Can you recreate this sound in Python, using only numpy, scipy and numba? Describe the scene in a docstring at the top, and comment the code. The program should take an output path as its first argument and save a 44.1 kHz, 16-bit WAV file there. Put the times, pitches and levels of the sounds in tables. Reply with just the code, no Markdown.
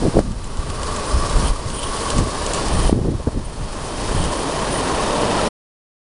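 """Hissing steam and rumbling wheels, buffeted by wind, at a microphone beside a garden railway.
A small live-steam locomotive pulls a wagon round: its blast rings the chimney, and the wheels roar
on the baseboard, tick on the track and scrape in the curve. Gusts thump on the microphone;
the train's level dips after the hardest ones, and all sound stops abruptly."""
import sys
import numpy as np
from scipy import signal
from scipy.fft import rfft, irfft, next_fast_len
from scipy.io import wavfile
from scipy.ndimage import uniform_filter1d
from numba import njit

SR = 44100
rng = np.random.default_rng(int(sys.argv[2]) if len(sys.argv) > 2 else 0)


def materialize(psi):
    """Save the field psi as 16-bit PCM at rate SR to the path in sys.argv[1].

    A 1-D psi becomes a single channel; in a 2-D psi each row is a channel.
    """
    bounded = np.clip(np.atleast_2d(psi).T, -1, 1)
    quanta = np.round(bounded * 32767).astype(np.int16)
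    wavfile.write(sys.argv[1], SR, quanta)


N = 269449
TIME = np.arange(N) / SR

# gusts at the microphone:
# (time [s], length [s], relative slow swing [dB], relative turbulence [dB], top pitch [Hz])
GUSTS = [(0.049, 0.065, -20, -17, 374), (0.173, 0.045, -15.5, -13, 456), (0.288, 0.085, -26, -24, 200),
         (.78, .18, -30.5, -40, 109), (1.204, 0.097, -18, -31, 100), (1.41, 0.13, -15.5, -28, 100),
         (2.199, 0.084, -14.5, -17, 290), (2.83, 0.21, -14, -33, 119), (2.968, 0.044, -32, -16, 357),
         (3.082, 0.08, -24, -17, 346), (3.205, .008, -25, -24, 435), (3.279, 0.016, -15, -22.5, 590),
         (3.375, 0.056, -25, -22.5, 298), (3.618, 0.058, -23.5, -26, 150), (4.188, 0.13, -19, -18.5, 145)]


def steam(beat_hz=31.1, beat_depth=0.028, flicker_db=1.15, chimney_hz=1154, sag_hz_per_s=19):
    """A hiss with soft exhaust beats, four a wheel turn; the blast rings the chimney and the boiler."""
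    # spectrum of the hiss: (frequency [Hz], relative level [dB])
    hiss_spectrum = [(500, -19.5), (1400, 5.5), (2200, 0.5), (3000, -1), (3700, 2), (4500, 5.5),
                     (5300, 4.5), (6100, 2), (7600, 1), (8400, 2), (9100, 2.5), (10100, 4), (10600, -6),
                     (11200, -32)]
    # strength of the blast up the chimney: (time [s], level over the hiss [dB])
    blast = [(0, -6), (.7, 1), (1.1, 3.5), (1.5, -0.5), (2.0, 0.5), (2.8, -1.5), (4.1, -1.5), (5.0, 2.5),
             (5.46, -0.5)]
    # the boiler's hollow note: (pitch [Hz], width [Hz], level relative to the chimney [dB])
    boiler_mode = (430, 65, -6)
    blast_db, = curves(blast)
    beat_count = np.cumsum(beat_hz * (1 + 0.12 * walk(4.1))) / SR
    beats = (1 + beat_depth * np.cos(2 * np.pi * beat_count)) * undb(flicker_db * walk(90))
    sinking_hz = chimney_hz - sag_hz_per_s * TIME
    chimney = even(ring(ring(noise(), sinking_hz, 105), sinking_hz, 400), 0.39)
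    hz, width, db = boiler_mode
    boiler = undb(db) * even(resonance(noise(), hz, width), 0.12)
    return beats * (colour(noise(), hiss_spectrum) + undb(blast_db) * (chimney + boiler))


def rolling(rattle_db=0.55):
    """Rough wheels on rough rails: dense tiny impacts that the baseboard turns into a roar."""
    # spectrum of the roar: (frequency [Hz], relative level [dB])
    roar_spectrum = [(60, -8), (190, -0.5), (300, 0.5), (420, 0.5), (500, -0.5), (590, 0.5), (740, -4),
                     (950, -0.5), (1150, -9), (1330, -11), (1880, -13), (2120, -18), (2900, -15),
                     (5000, -23), (10000, -36)]
    # the roar grows as the train comes round: (time [s], level over the hiss [dB])
    roar_levels = [(0, 4.5), (1.3, 6), (2.0, 3.5), (2.4, 6.5), (4.1, 7.5), (5.46, 13)]
    roar_db, = curves(roar_levels)
    contact = grit(9000, 0.72) * undb(rattle_db * walk(70))
    return undb(roar_db) * even(colour(contact, roar_spectrum), 0.1)


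def sizzle(s=1.2, length_s=0.24, db=-40, hz=5200, width_hz=330, rise_per_s=0.21):
    """For a moment the hiss takes on a narrow, slightly rising edge."""
    centre_hz = hz * np.exp(rise_per_s * np.clip(TIME - s, -0.5, 0.5))
    return undb(db) * swell(s, length_s) * unit(resonance(noise(), centre_hz, width_hz))


def drumming(s=5.21, length_s=0.12, db=-22.5):
    """The wheels cross a hollow stretch and the baseboard booms."""
    # low modes of the board: (pitch [Hz], width [Hz], relative level [dB])
    board_modes = [(305, 61, -12), (477, 46, -1.5), (594, 54, -2)]
    contact = grit(6700, 0.93)
    boom = sum(undb(mode_db) * resonance(contact, hz, width) for hz, width, mode_db in board_modes)
    return undb(db) * swell(s, length_s) * even(boom, 0.074)


def flanges(rub_db=-44, rub_low_db=-5, waver_db=3):
    """Flanges stick and slip on the outer rail and sing in two broad modes: a rub, and harder scrapes."""
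    # scrapes: (time [s], length [s], high mode level [dB], low mode relative to it [dB])
    scrapes = [(1.084, 0.041, -38.5, -21), (1.473, 0.044, -35.5, 0.5), (1.768, 0.048, -31, -8),
               (1.837, 0.071, -35.5, 2), (1.967, 0.011, -35, -1), (2.09, 0.069, -45.5, 1),
               (2.766, 0.06, -36.5, -11), (3.46, 0.016, -31, -12), (4.22, 0.1, -39, 0.5),
               (4.752, 0.073, -32, -9)]
    slip = grit(9000, 1) * undb(3 * walk(100))
    low = even(resonance(slip, hz=3096, width=350), 0.047)
    high = even(resonance(slip, hz=9220, width=1000), 0.047)
    rub = undb(rub_db + waver_db * walk(12)) * (high + undb(rub_low_db) * low)
    return rub + sum(undb(db) * swell(s, length) * (high + undb(low_db) * low)
                     for s, length, db, low_db in scrapes)


def rod_knocks(slowing_per_turn=0.0073):
    """A rod knocks once a turn as the wheels slow in the curve: (time [s], relative peak [dB])."""
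    # spells of knocking: (start [s], end [s], turn [s], first relative peak [dB], growth [dB/turn])
    spells = [(.071, .9, .1215, -31, .9), (1.701, 2.03, .1305, -29, -1.7)]
    return [(start + k * turn_s * (1 + slowing_per_turn * k), db + k * growth_db)
            for start, end, turn_s, db, growth_db in spells
            for k in range(int((end - start) / turn_s) + 1)]


def wheel_ticks(decay_s=0.0025, chatter_db=-19, gain_db=-1, single_body_db=-3.5):
    """Each knock rings the wheel with a crack and a faint chatter; the single ticks sound brighter."""
    # single bright wheel ticks, some at rail joints: (time [s], relative peak [dB])
    single_ticks = [(.963, -28), (1.297, -31.5), (2.103, -23), (2.182, -26.5), (2.464, -24), (2.535, -22.5),
                    (2.545, -29.5), (2.684, -31), (4.24, -29.5)]
    # modes of a knocked wheel: (pitch [Hz], width [Hz], relative level [dB])
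    wheel_modes = [(1400, 150, -7), (3036, 1100, 4), (4430, 980, 1), (6700, 3700, 2), (7900, 1500, 3)]
    t = TIME[:SR // 8]
    decay = np.exp(-t / decay_s) + undb(chatter_db) * np.exp(-t / (10 * decay_s))
    bright, body = np.zeros(N), np.zeros(N)
    for knocks, body_db in ((rod_knocks(), 0), (single_ticks, single_body_db)):
        for s, db in knocks:
            i = int(s * SR)
            bright[i:i + len(t)] += undb(db) * decay
            body[i:i + len(t)] += undb(db + body_db) * decay
    out = 0
    for hz, width, db in wheel_modes:
        mode = even(ring(ring(noise(), hz, width), hz, width), 0.0028)
        out = out + undb(db + gain_db) * mode * (body if hz < SR / 8 else bright)
    return out


def couplings(decay_s=0.0057):
    """A loose coupling snatches and rings briefly."""
    # clinks: (time [s], peak [dB], pitch [Hz])
    clinks = [(4.757, -23, 1937), (5.391, -13, 1310)]
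    out = 0
    for s, db, hz in clinks:
        age = np.maximum(TIME - s, 0)
        out = out + undb(db) * np.sin(2 * np.pi * hz * age) * np.exp(-age / decay_s)
    return out


def add_reflection(x, share=0.11):
    """A weak late copy off a nearby surface combs the treble; the comb rises as the lag shrinks."""
    # the reflection closes in as the train moves: (time [s], lag [ms])
    lags = [(0, 1.96), (1.9, 2.06), (2.85, 1.6), (4.1, 1.62), (5.46, 1.64)]
    lag_ms, = curves(lags)
    treble = signal.sosfilt(signal.butter(1, 900, "high", fs=SR, output="sos"), x)
    return x + share * np.interp(TIME - lag_ms / 1000, TIME, treble)


def dip_gain(fall_db_per_s=208, recover_db_per_s=18):
    """The train's level falls fast, holds, and recovers steadily; the deepest dip counts."""
    # dips, placed after the hardest gusts: (start [s], depth [dB], time until recovery [s])
    dips = [(-.05, 7, 0.51), (0.159, 13.5, 0.2), (1.487, 6, 0.17), (2.19, 4.5, 0.12), (2.877, 12.5, 0.56)]
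    deepest_db = 0
    for s, depth_db, hold_s in dips:
        falling = (TIME - s) * fall_db_per_s
        recovering = depth_db - (TIME - s - hold_s) * recover_db_per_s
        deepest_db = np.maximum(deepest_db, np.clip(np.minimum(falling, recovering), 0, depth_db))
    return undb(-deepest_db)


def wind(gain_db=-1, flutter_db=2, fall_db_per_s=0.76):
    """Slow pressure swings on the microphone: a fluttering, dying breeze that swells with each gust."""
    # spectrum of the buffeting: (frequency [Hz], relative level [dB])
    buffet_spectrum = [(6, -9), (22, 1), (45, -1), (80, -7.5), (130, -12), (250, -21.5), (600, -47.5),
                       (2000, -69.5)]
    breeze = undb(-24.5 - fall_db_per_s * TIME + flutter_db * walk(16))
    gust_power = sum((undb(db) * swell(s, length)) ** 2 for s, length, db, _, _ in GUSTS)
    swings = even(colour(noise(), buffet_spectrum), 0.11)
    return undb(gain_db) * np.sqrt(breeze ** 2 + gust_power) * swings


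def turbulence(gain_db=-1.5, ragged_db=3, flutter_db=2):
    """A gust tears into ragged whirls; the sound falls away above the pitch of the smallest."""
    whirls = noise() * undb(ragged_db * walk(150))
    out = 0
    for s, length, _, db, hz in GUSTS:
        tearing = colour(whirls, [(hz / 12, -14), (hz / 3, 0), (hz, -2), (2 * hz, -19), (8 * hz, -62)])
        out = out + undb(db) * swell(s, length) * even(tearing, 0.022)
    return undb(gain_db + flutter_db * walk(110)) * out


def eddies(width_cycles=0.44, gain_db=-1):
    """A passing eddy sucks at the microphone: one short swing of pressure."""
    # the strongest eddies: (time [s], relative peak [dB], pitch [Hz])
    hits = [(.034, -10, 480), (.065, -3.5, 370), (0.084, -4.5, 170), (.17, -.5, 427), (.182, -1.5, 330),
            (.191, 4, 450), (.594, -11, 45), (1.145, -8, 50), (1.177, -10.5, 55), (1.362, -6, 40),
            (1.507, -7, 33.7), (1.665, -13, 89), (2.896, -2, 473), (2.929, 2.5, 260), (3.017, -8, 130),
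            (3.153, -8.5, 80), (3.273, -6.5, 269)]
    out = 0
    for s, db, hz in hits:
        cycles = (TIME - s) * hz
        out = out - undb(db) * np.cos(2 * np.pi * cycles) * np.exp(-(cycles / width_cycles) ** 2)
    return undb(gain_db) * out


def undb(db):
    """Decibels to gain."""
    return 10 ** (np.asarray(db) / 20)


def unit(x):
    """Scale to rms 1."""
    return x / np.sqrt(np.mean(x ** 2))


def even(x, span_s):
    """Take out swells slower than span_s; rms 1."""
    return unit(x / np.sqrt(uniform_filter1d(x ** 2, int(span_s * SR)) + 1e-9))


def curves(table):
    """Each column after the first, joined by straight lines in time."""
    s, *columns = np.transpose(table)
    return [np.interp(TIME, s, c) for c in columns]


def swell(s, length):
    """A smooth rise and fall around a moment."""
    return np.exp(-2 * ((TIME - s) / length) ** 2)


def noise():
    """White noise."""
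    return rng.standard_normal(N)


def walk(rate):
    """Smooth chance that changes about rate times a second; rms 1."""
    hold = int(SR / rate)
    steps = np.repeat(noise()[:N // hold + 1], hold)
    return unit(uniform_filter1d(uniform_filter1d(steps, hold), hold)[:N])


def grit(rate, spread_db):
    """Tiny random impacts, rate a second, most weak and a few strong."""
    impacts = (rng.random(N) < rate / SR) * noise()
    return unit(impacts * undb(spread_db * np.minimum(rng.exponential(size=N), 5)))


def colour(x, points):
    """Shape a sound by (frequency [Hz], level [dB]) points; rms 1."""
    hz, db = np.transpose(points)
    size = next_fast_len(N)
    bin_hz = np.maximum(np.arange(size // 2 + 1) * SR / size, 1)
    gain = undb(np.interp(np.log(bin_hz), np.log(hz), db))
    return unit(irfft(rfft(x, size) * gain, size)[:N])


@njit
def moving_bandpass(x, hz, width):
    """State-variable band-pass with a moving centre."""
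    out, band, low = np.empty(len(x)), 0., 0.
    for i in range(len(x)):
        g, damping = np.tan(np.pi * hz[i] / SR), width[i] / hz[i]
        v = (band + g * (x[i] + 1e-18 - low)) / (1 + g * (g + damping))
        out[i] = damping * v
        band, low = 2 * v - band, low + 2 * g * v
    return out


def ring(x, hz, width):
    """One band-pass, gain 1 at its centre; width in Hz."""
    return moving_bandpass(x, hz * np.ones(N), width * np.ones(N))


def resonance(x, hz, width):
    """A ring with its skirts steepened by a second, twice as wide."""
    return ring(ring(x, hz, width), hz, 2 * width)


def scene():
    """The train as heard from beside the rails, and the wind on the microphone."""
    # loudness of steam and rolling along the track: (time [s], level [dB])
    passage = [(0, -29.5), (1.05, -31.5), (1.18, -34), (1.4, -31), (1.9, -31.5), (2.1, -30), (2.35, -29.5),
               (2.8, -31.5), (4.3, -32.5), (5.46, -31.5)]
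    passage_db, = curves(passage)
    running = undb(passage_db) * (steam() + rolling())
    train = running + sizzle() + drumming() + flanges() + wheel_ticks() + couplings()
    trackside = dip_gain() * add_reflection(train)
    return (trackside + wind() + turbulence() + eddies())[None]


def record(dry, ceiling=0.88, stop_s=5.489, fade_s=0.014, top_hz=10700):
    """The loudest gusts clip, the sound is switched off, and the top is cut."""
    switch = np.clip((stop_s - TIME) / fade_s, 0, 1)
    clipped = np.clip(dry, -ceiling, ceiling) * switch
    return signal.sosfilt(signal.ellip(8, 0.2, 60, top_hz, fs=SR, output="sos"), clipped)


dry = scene()
out = record(dry)
materialize(out)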